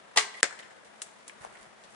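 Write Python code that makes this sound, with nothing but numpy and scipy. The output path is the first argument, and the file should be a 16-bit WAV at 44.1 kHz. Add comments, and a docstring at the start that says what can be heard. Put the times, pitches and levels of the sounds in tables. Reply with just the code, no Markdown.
"""A bow is shot close by, in a yard ringed by trees.
The string rushes forward and slaps home; limbs and fittings knock, rattle and ring.
The arrow whistles faintly and cracks into the target. Yard and trees throw the sounds back.
Faint distant ticks and echoes surround the hit; then nearby gear clicks and cloth swishes.
Faint outdoor air and a far hum lie underneath."""
import sys
import numpy as np
from scipy import signal
from scipy.fft import rfft, irfft
from scipy.io import wavfile
from scipy.ndimage import uniform_filter1d

SR = 44100
rng = np.random.default_rng(int(sys.argv[2]) if len(sys.argv) > 2 else 0)


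def put_to_file(sound):
    """Save the sound as 16-bit audio at rate SR, in the file named by the first command-line argument."""
    columns = np.atleast_2d(sound).T  # one column per channel
    safe = np.clip(columns, -1, 1)
    whole_steps = np.round(safe * 32767)
    wavfile.write(sys.argv[1], SR, whole_steps.astype(np.int16))


N = 85995
T, HZ = np.arange(N) / SR, np.fft.rfftfreq(N, 1 / SR)
EDGE_HZ = 10420
HANDLING_FROM_S = .9

# spectra of air, handling and surroundings: f/Hz, relative level/dB
AIR_COLOUR = [(18, -46), (30, -27.5), (123, -13.5), (139, -12.5), (206, -10), (297, -10), (361, -7),
              (617, -3.5), (681, -3.5), (1110, -6.5), (1940, -8.5), (2600, -14), (3320, -15.5),
              (4450, -20.5), (10200, -25), (13300, -91), (22000, -120)]
SWISH_COLOUR = [(1000, -25), (3500, -3), (7500, 0)]
RUSTLE_COLOUR = [(40, -2), (140, -4.5), (300, -4.5), (700, 4), (1800, 3), (3500, -12), (10000, -8.5)]
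BUMP_COLOUR = [(30, -14), (80, -4), (150, -1.5), (300, -19), (2000, -34), (10000, -50)]
YARD_COLOUR = [(40, -21), (200, 3), (450, -2), (1000, 4.5), (1900, -4.5), (3500, 0), (6000, -1), (8000, -3),
               (10000, -5.5)]
ECHO_COLOUR = [(60, -18), (450, -1), (1000, -6.5), (2050, -3), (3000, -8.5), (9000, -13.5)]
# spectra of target and bow: f/Hz, relative level/dB
HIT_COLOUR = [(40, -36), (120, -21), (250, -7), (1000, 0), (1800, -0.5), (3000, -3.5), (4200, -2),
              (6000, -1.5), (7900, 5), (10000, -7)]
SHAKE_COLOUR = [(40, -25), (150, -15), (330, -4.5), (560, -1), (1100, -4.5), (1900, 3.5), (2300, 2.5),
                (2900, -4), (5000, -3), (7300, -4), (10000, -15)]
RUSH_COLOUR = [(60, -16), (250, -4.5), (550, 6.5), (1100, 5.5), (2000, -2), (3000, 0), (6000, -8.5),
               (9500, -6.5)]
SLAP_COLOUR = [(60, -37.5), (380, -12), (600, -6), (850, 2), (1150, 4), (1620, -9), (2000, 2), (2600, -2.5),
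               (5000, -0.5), (10000, -8)]
RATTLE_COLOUR = [(60, -17), (140, -40), (300, -18), (500, -9.5), (750, -4), (1200, -2.5), (1450, -2),
                 (2100, 3), (2600, -3.5), (4500, -5), (7300, -5), (10000, -11)]
# noise decay: f/Hz, t60/s
YARD_T60 = [(100, 0.5), (600, 0.71), (2000, 0.98), (5000, 0.64), (10000, 0.66)]
SHAKE_T60 = [(100, 0.084), (500, 0.16), (2000, 0.16), (9000, 0.14)]
RATTLE_T60 = [(100, 0.24), (600, 0.22), (2000, 0.2), (5000, 0.22), (10000, 0.18)]
# struck resonances: f/Hz, relative level/dB, t60/s
GEAR_MODES = [(3350, -33, .025), (3850, -34, .03), (6970, -27, .025), (7660, -33, .09)]
TARGET_MODES = [(500, -17, 0.018), (920, -17, 0.0064), (1580, -3.5, 0.0063), (1970, -3, 0.0055)]
LIMB_MODES = [(620, -20, 0.02), (900, -15, .012), (1170, -11.5, 0.013)]
BOW_MODES = [(727, -19, 0.2), (905, -22, 0.29), (1118, -8, 0.11), (1220, -10, 0.12), (1572, -20.5, 0.47),
             (1810, -5, 0.05), (1958, 4.5, 0.054), (2175, -7, 0.13), (2868, -14.5, 0.2), (3230, -8, 0.1),
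             (3514, -10, 0.13), (4086, -12, 0.12), (5000, -8, 0.11)]
# far hum: f/Hz, level/dB
HUM_BANDS = [(209.9, -70), (656.8, -74)]
# rubbing movements: t/s, half width/s, level/dB
SWISHES = [(1.13, 0.22, -63.5), (1.432, .026, -57.5), (1.62, .05, -64), (1.93, .028, -59)]
RUSTLES = [(1.439, 0.041, -50), (1.59, 0.1, -55.5), (1.86, 0.079, -58.5)]
# reflections: delay/s, level/dB, blur t60/s
TREE_ECHOES = [(.095, -35, 0.045), (.165, -35.5, 0.041), (.2, -37, 0.24), (.275, -44, .08)]
NEAR_ECHOES = [(.0094, -10, .012), (.022, -22, .025)]
# faint distant ticks and echoes around the hit, then nearby gear from HANDLING_FROM_S:
# t/s, level/dB, f/Hz, width/octaves, skirt/dB, t60/s, L-R/dB
TICKS = [(0.404, -18, 2965, 0.2, -9, 0.15, -2), (0.508, -17, 1470, 0.46, -27, 0.024, -2),
         (0.527, -24, 600, 0.66, -25, 0.03, 4), (0.5908, -20, 2920, 0.49, -9, 0.038, -3),
         (0.604, -25, 560, 0.4, -14, 0.024, -1), (0.626, -26.5, 3000, 0.19, -22, 0.068, -1),
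         (0.848, -29.5, 6000, 3.5, -20, 0.2, 1), (1.0185, -9, 8000, 0.35, -8, 0.055, 5),
         (1.0196, -14, 3600, .3, 0, 0.01, -4), (1.2795, -16.5, 8800, .5, 0, 0.054, 2.5),
         (1.296, -19, 2100, 0.45, -25, 0.018, 5), (1.4485, -13, 670, 0.6, -30, 0.009, 3.5),
         (1.4655, -27, 680, 0.37, -35, .025, -3), (1.553, -25.5, 1940, 0.27, -27, 0.055, -4),
         (1.571, -30.5, 2760, 0.57, -18, 0.023, -4), (1.6301, -31, 6160, 2.9, -15, 0.018, -1),
         (1.838, -27.5, 4040, 0.61, -10, 0.11, 1)]
# contacts: t/s, level/dB
CASE_BUMPS = [(1.408, -30), (1.664, -36)]
HARD_CLICKS = [(1.0186, -9), (1.2795, -23)]
STRING_SLAPS = [(.1727, 1), (.1741, 1.5), (.1756, 6.5), (.179, -2), (.1822, -1.5), (0.1855, -3.5)]
# point breaking the target's face: t after hit/s, level/dB
CRACKS = [(0, 0), (.00055, 0), (.00115, -2)]
# bow's stereo balance: f/Hz, L-R/dB
BOW_PAN = [(100, 0), (400, 5), (1000, -0.5), (3000, 1.5), (6000, 4), (10000, 3)]


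def amp(db):
    """dB to gain."""
    return 10 ** (np.asarray(db) / 20)


def curve(points, hz=HZ):
    """Table interpolated over log frequency."""
    f, value = np.transpose(points)
    return np.interp(np.log(hz + 1), np.log(f + 1), value)


def unit(x):
    """Scale to mean energy 1 per channel."""
    return x / np.sqrt(np.mean(np.sum(x ** 2, -1)) + 1e-20)


def pan(db):
    """Stereo gains from L-R."""
    return amp(np.array([[.5], [-.5]]) * db)


def convolve(x, response):
    """Per-channel convolution, cut to N."""
    return signal.fftconvolve(np.atleast_2d(x), np.atleast_2d(response), axes=1)[:, :N]


def at(start_s, x):
    """Place x in N samples of silence."""
    return np.pad(np.atleast_2d(x), ((0, 0), (max(round(start_s * SR), 0), N)))[:, :N]


def low_cut(x, hz):
    """Small bodies radiate little bass."""
    return signal.sosfilt(signal.butter(3, hz, "high", fs=SR, output="sos"), x)


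def tick(spectrum_db):
    """Minimum-phase click of energy 1, rolled off above EDGE_HZ."""
    rolloff_db = 30 * np.clip(HZ / EDGE_HZ - 1, 0, 1) ** .5
    cepstrum = irfft(np.log(amp(spectrum_db - rolloff_db)), N)
    cepstrum[1:N // 2] *= 2
    cepstrum[N // 2:] = 0
    return unit(irfft(np.exp(rfft(cepstrum)), N)[:4096])


def attack(rise_s):
    """Exponential onset."""
    return 1 - np.exp(-T / rise_s)


def burst(t60_s, rise_s=1e-4):
    """Decaying stereo noise; t60_s is a number or a table."""
    noise = rng.standard_normal((2, N))
    if np.ndim(t60_s):
        hz, t, spectra = signal.stft(noise, SR, nperseg=256)
        decay = amp(-60 * t / curve(t60_s, hz)[:, None])
        noise = signal.istft(spectra * decay, SR, nperseg=256)[1][:, :N]
    else:
        noise *= amp(-60 * T / t60_s)
    return unit(noise * attack(rise_s))


def tint(x, colour):
    """Filter by a spectrum table."""
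    return convolve(x, tick(curve(colour)))


def ring(modes):
    """Damped sines of alternating sign."""
    return sum((-1) ** k * amp(db - 60 * T / t60_s) * np.sin(2 * np.pi * hz * T)
               for k, (hz, db, t60_s) in enumerate(modes))


def wash(gain):
    """Steady shaped stereo noise, rms 1."""
    return np.sqrt(N) * unit(irfft(rfft(rng.standard_normal((2, N))) * gain, N))


def band(hz, half_width_hz):
    """Narrow noise, heard as a wavering tone."""
    return wash(1 / (1 + ((HZ - hz) / half_width_hz) ** 2))


def flicker(depth_db, rate_hz):
    """Random gain, varying up to about rate_hz."""
    return amp(depth_db * wash(1 / (1 + (HZ / rate_hz) ** 4))[0])


def scatter(echoes):
    """Reflections blurred by rough surfaces."""
    return sum(at(delay_s, amp(db) * burst(blur_s)) for delay_s, db, blur_s in echoes)


def click(start_s, db, hz, octaves, skirt_db, t60_s, pan_db):
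    """Impulse and short chatter around one resonance."""
    hump = np.exp(-.5 * (np.log2((HZ + 1) / hz) / octaves) ** 2)
    resonance = tick(20 * np.log10(hump + amp(skirt_db)))
    drive = burst(t60_s) + amp(-10) * burst(t60_s=.28)
    drive[:, 0] += amp(-8.5)
    return at(start_s, amp(db) * pan(pan_db) * unit(convolve(drive, resonance)))


def air():
    """Flickering outdoor hiss and a far hum."""
    hiss = amp(-54.5) * wash(amp(curve(AIR_COLOUR))) * flicker(depth_db=1, rate_hz=61)
    return hiss + sum(amp(db) * band(hz, half_width_hz=10.5) for hz, db in HUM_BANDS)


def rub(swells, colour):
    """Grainy friction as cloth moves or the microphone swings round."""
    level = sum(amp(db) * np.exp(-((T - s) / width_s) ** 2) for s, width_s, db in swells)
    return level * wash(amp(curve(colour))) * flicker(depth_db=3, rate_hz=190)


def yard(sources):
    """Diffuse tail plus echoes off the trees."""
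    tail = amp(-23) * tint(burst(YARD_T60, rise_s=.012), YARD_COLOUR)
    trees = tint(scatter(TREE_ECHOES), ECHO_COLOUR)
    return convolve(sources, tail + trees)


def far_ticks():
    """Faint distant ticks and echoes around the hit."""
    return low_cut(sum(click(*row) for row in TICKS if row[0] < HANDLING_FROM_S), hz=284)


def bumps():
    """A hand thuds softly on the microphone's case."""
    return sum(at(s, amp(db) * unit(tint(burst(t60_s=.038), BUMP_COLOUR))) for s, db in CASE_BUMPS)


def gear():
    """Nearby gear is handled after the shot: small parts click, hard contacts ring."""
    clicks = sum(click(*row) for row in TICKS if row[0] >= HANDLING_FROM_S)
    rings = sum(at(s, amp(db) * ring(GEAR_MODES)) for s, db in HARD_CLICKS)
    return low_cut(clicks + rings, hz=284)


def flight(peak_s=.38, half_width_s=.022):
    """The arrow whistles; its vanes hiss."""
    whistle = amp(-48) * band(hz=2070, half_width_hz=35)
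    hiss = amp(-53.5) * wash(amp(curve(SWISH_COLOUR)))
    return (whistle + hiss) * np.exp(-((T - peak_s) / half_width_s) ** 2)


def target(hit_s=.43015):
    """The point pierces the target, which knocks and shakes; near surfaces reflect the crack."""
    snap = tick(curve(HIT_COLOUR))
    knock = low_cut(at(.0002, ring(TARGET_MODES)), hz=370)
    crack = sum(at(s, amp(db) * snap) for s, db in CRACKS) + knock
    pierce = amp(3.5) * convolve(burst(t60_s=.016), snap)
    shake = amp(.5) * tint(burst(SHAKE_T60, rise_s=.0028), SHAKE_COLOUR)
    reflections = convolve(crack, scatter(NEAR_ECHOES))
    return at(hit_s, pan(db=5) * (crack + pierce + shake + reflections))


def string(ring_s, rest_hz=408, settle_s=.059, t60_s=.3):
    """The string rushes, slaps home, rebounds and hums with sinking pitch."""
    rush = amp(-1) * tint(burst(t60_s=.055, rise_s=.012), RUSH_COLOUR)
    slap = tick(curve(SLAP_COLOUR))
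    slaps = np.zeros((2, N))
    for s, db in STRING_SLAPS:
        chatter = amp(-6.5) * convolve(burst(t60_s=.009), slap)
        slaps += amp(db) * (at(s, slap) + at(s, chatter))
    pitch_hz = rest_hz * (1 + .09 * np.exp(-T / settle_s))
    hum = amp(-38 - 60 * T / t60_s) * np.sin(2 * np.pi * np.cumsum(pitch_hz) / SR)
    return at(.1595, rush) + slaps + at(ring_s, hum)


def limbs(ring_s):
    """Pulled up short by the string, the limbs knock, then ring; the fittings rattle."""
    contacts = unit(burst(RATTLE_T60, rise_s=.0032) * flicker(depth_db=2, rate_hz=500))
    rattle = amp(8.5) * tint(contacts, RATTLE_COLOUR)
    knock = ring(LIMB_MODES) * attack(rise_s=.00075)
    ringing = amp(-19) * ring(BOW_MODES) * attack(rise_s=.0011)
    return at(.1725, rattle) + at(.1742, knock) + at(ring_s, ringing)


def bow(ring_s=.1765, right_lag_s=.00006):
    """String and limbs, slightly to the left."""
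    shot = string(ring_s) + limbs(ring_s)
    lag = np.exp(-2j * np.pi * HZ * right_lag_s * np.arange(2)[:, None])
    return irfft(rfft(shot) * pan(curve(BOW_PAN)) * lag, N)


def scene():
    """Shot, hit, far ticks and handling in the yard, over the background."""
    sources = bow() + flight() + target() + far_ticks() + gear() + bumps()
    reverb = yard(sources)
    background = pan(db=3) * (air() + rub(SWISHES, SWISH_COLOUR))
    return sources + reverb + background + rub(RUSTLES, RUSTLE_COLOUR)


def record(dry):
    """Brief level dip just before the hit, peak clipping, band limit."""
    dip_from_s, dip_to_s, dip_db = .4115, .4255, -26
    dip = uniform_filter1d(1. * ((T > dip_from_s) & (T < dip_to_s)), size=130)
    clipped = np.clip(dry * amp(dip_db * dip), -1, 1)
    lowpass = signal.firwin(301, EDGE_HZ, window=("kaiser", 10), fs=SR)
    return signal.oaconvolve(clipped, lowpass[None], "same")


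dry = scene()
out = record(dry)
put_to_file(out)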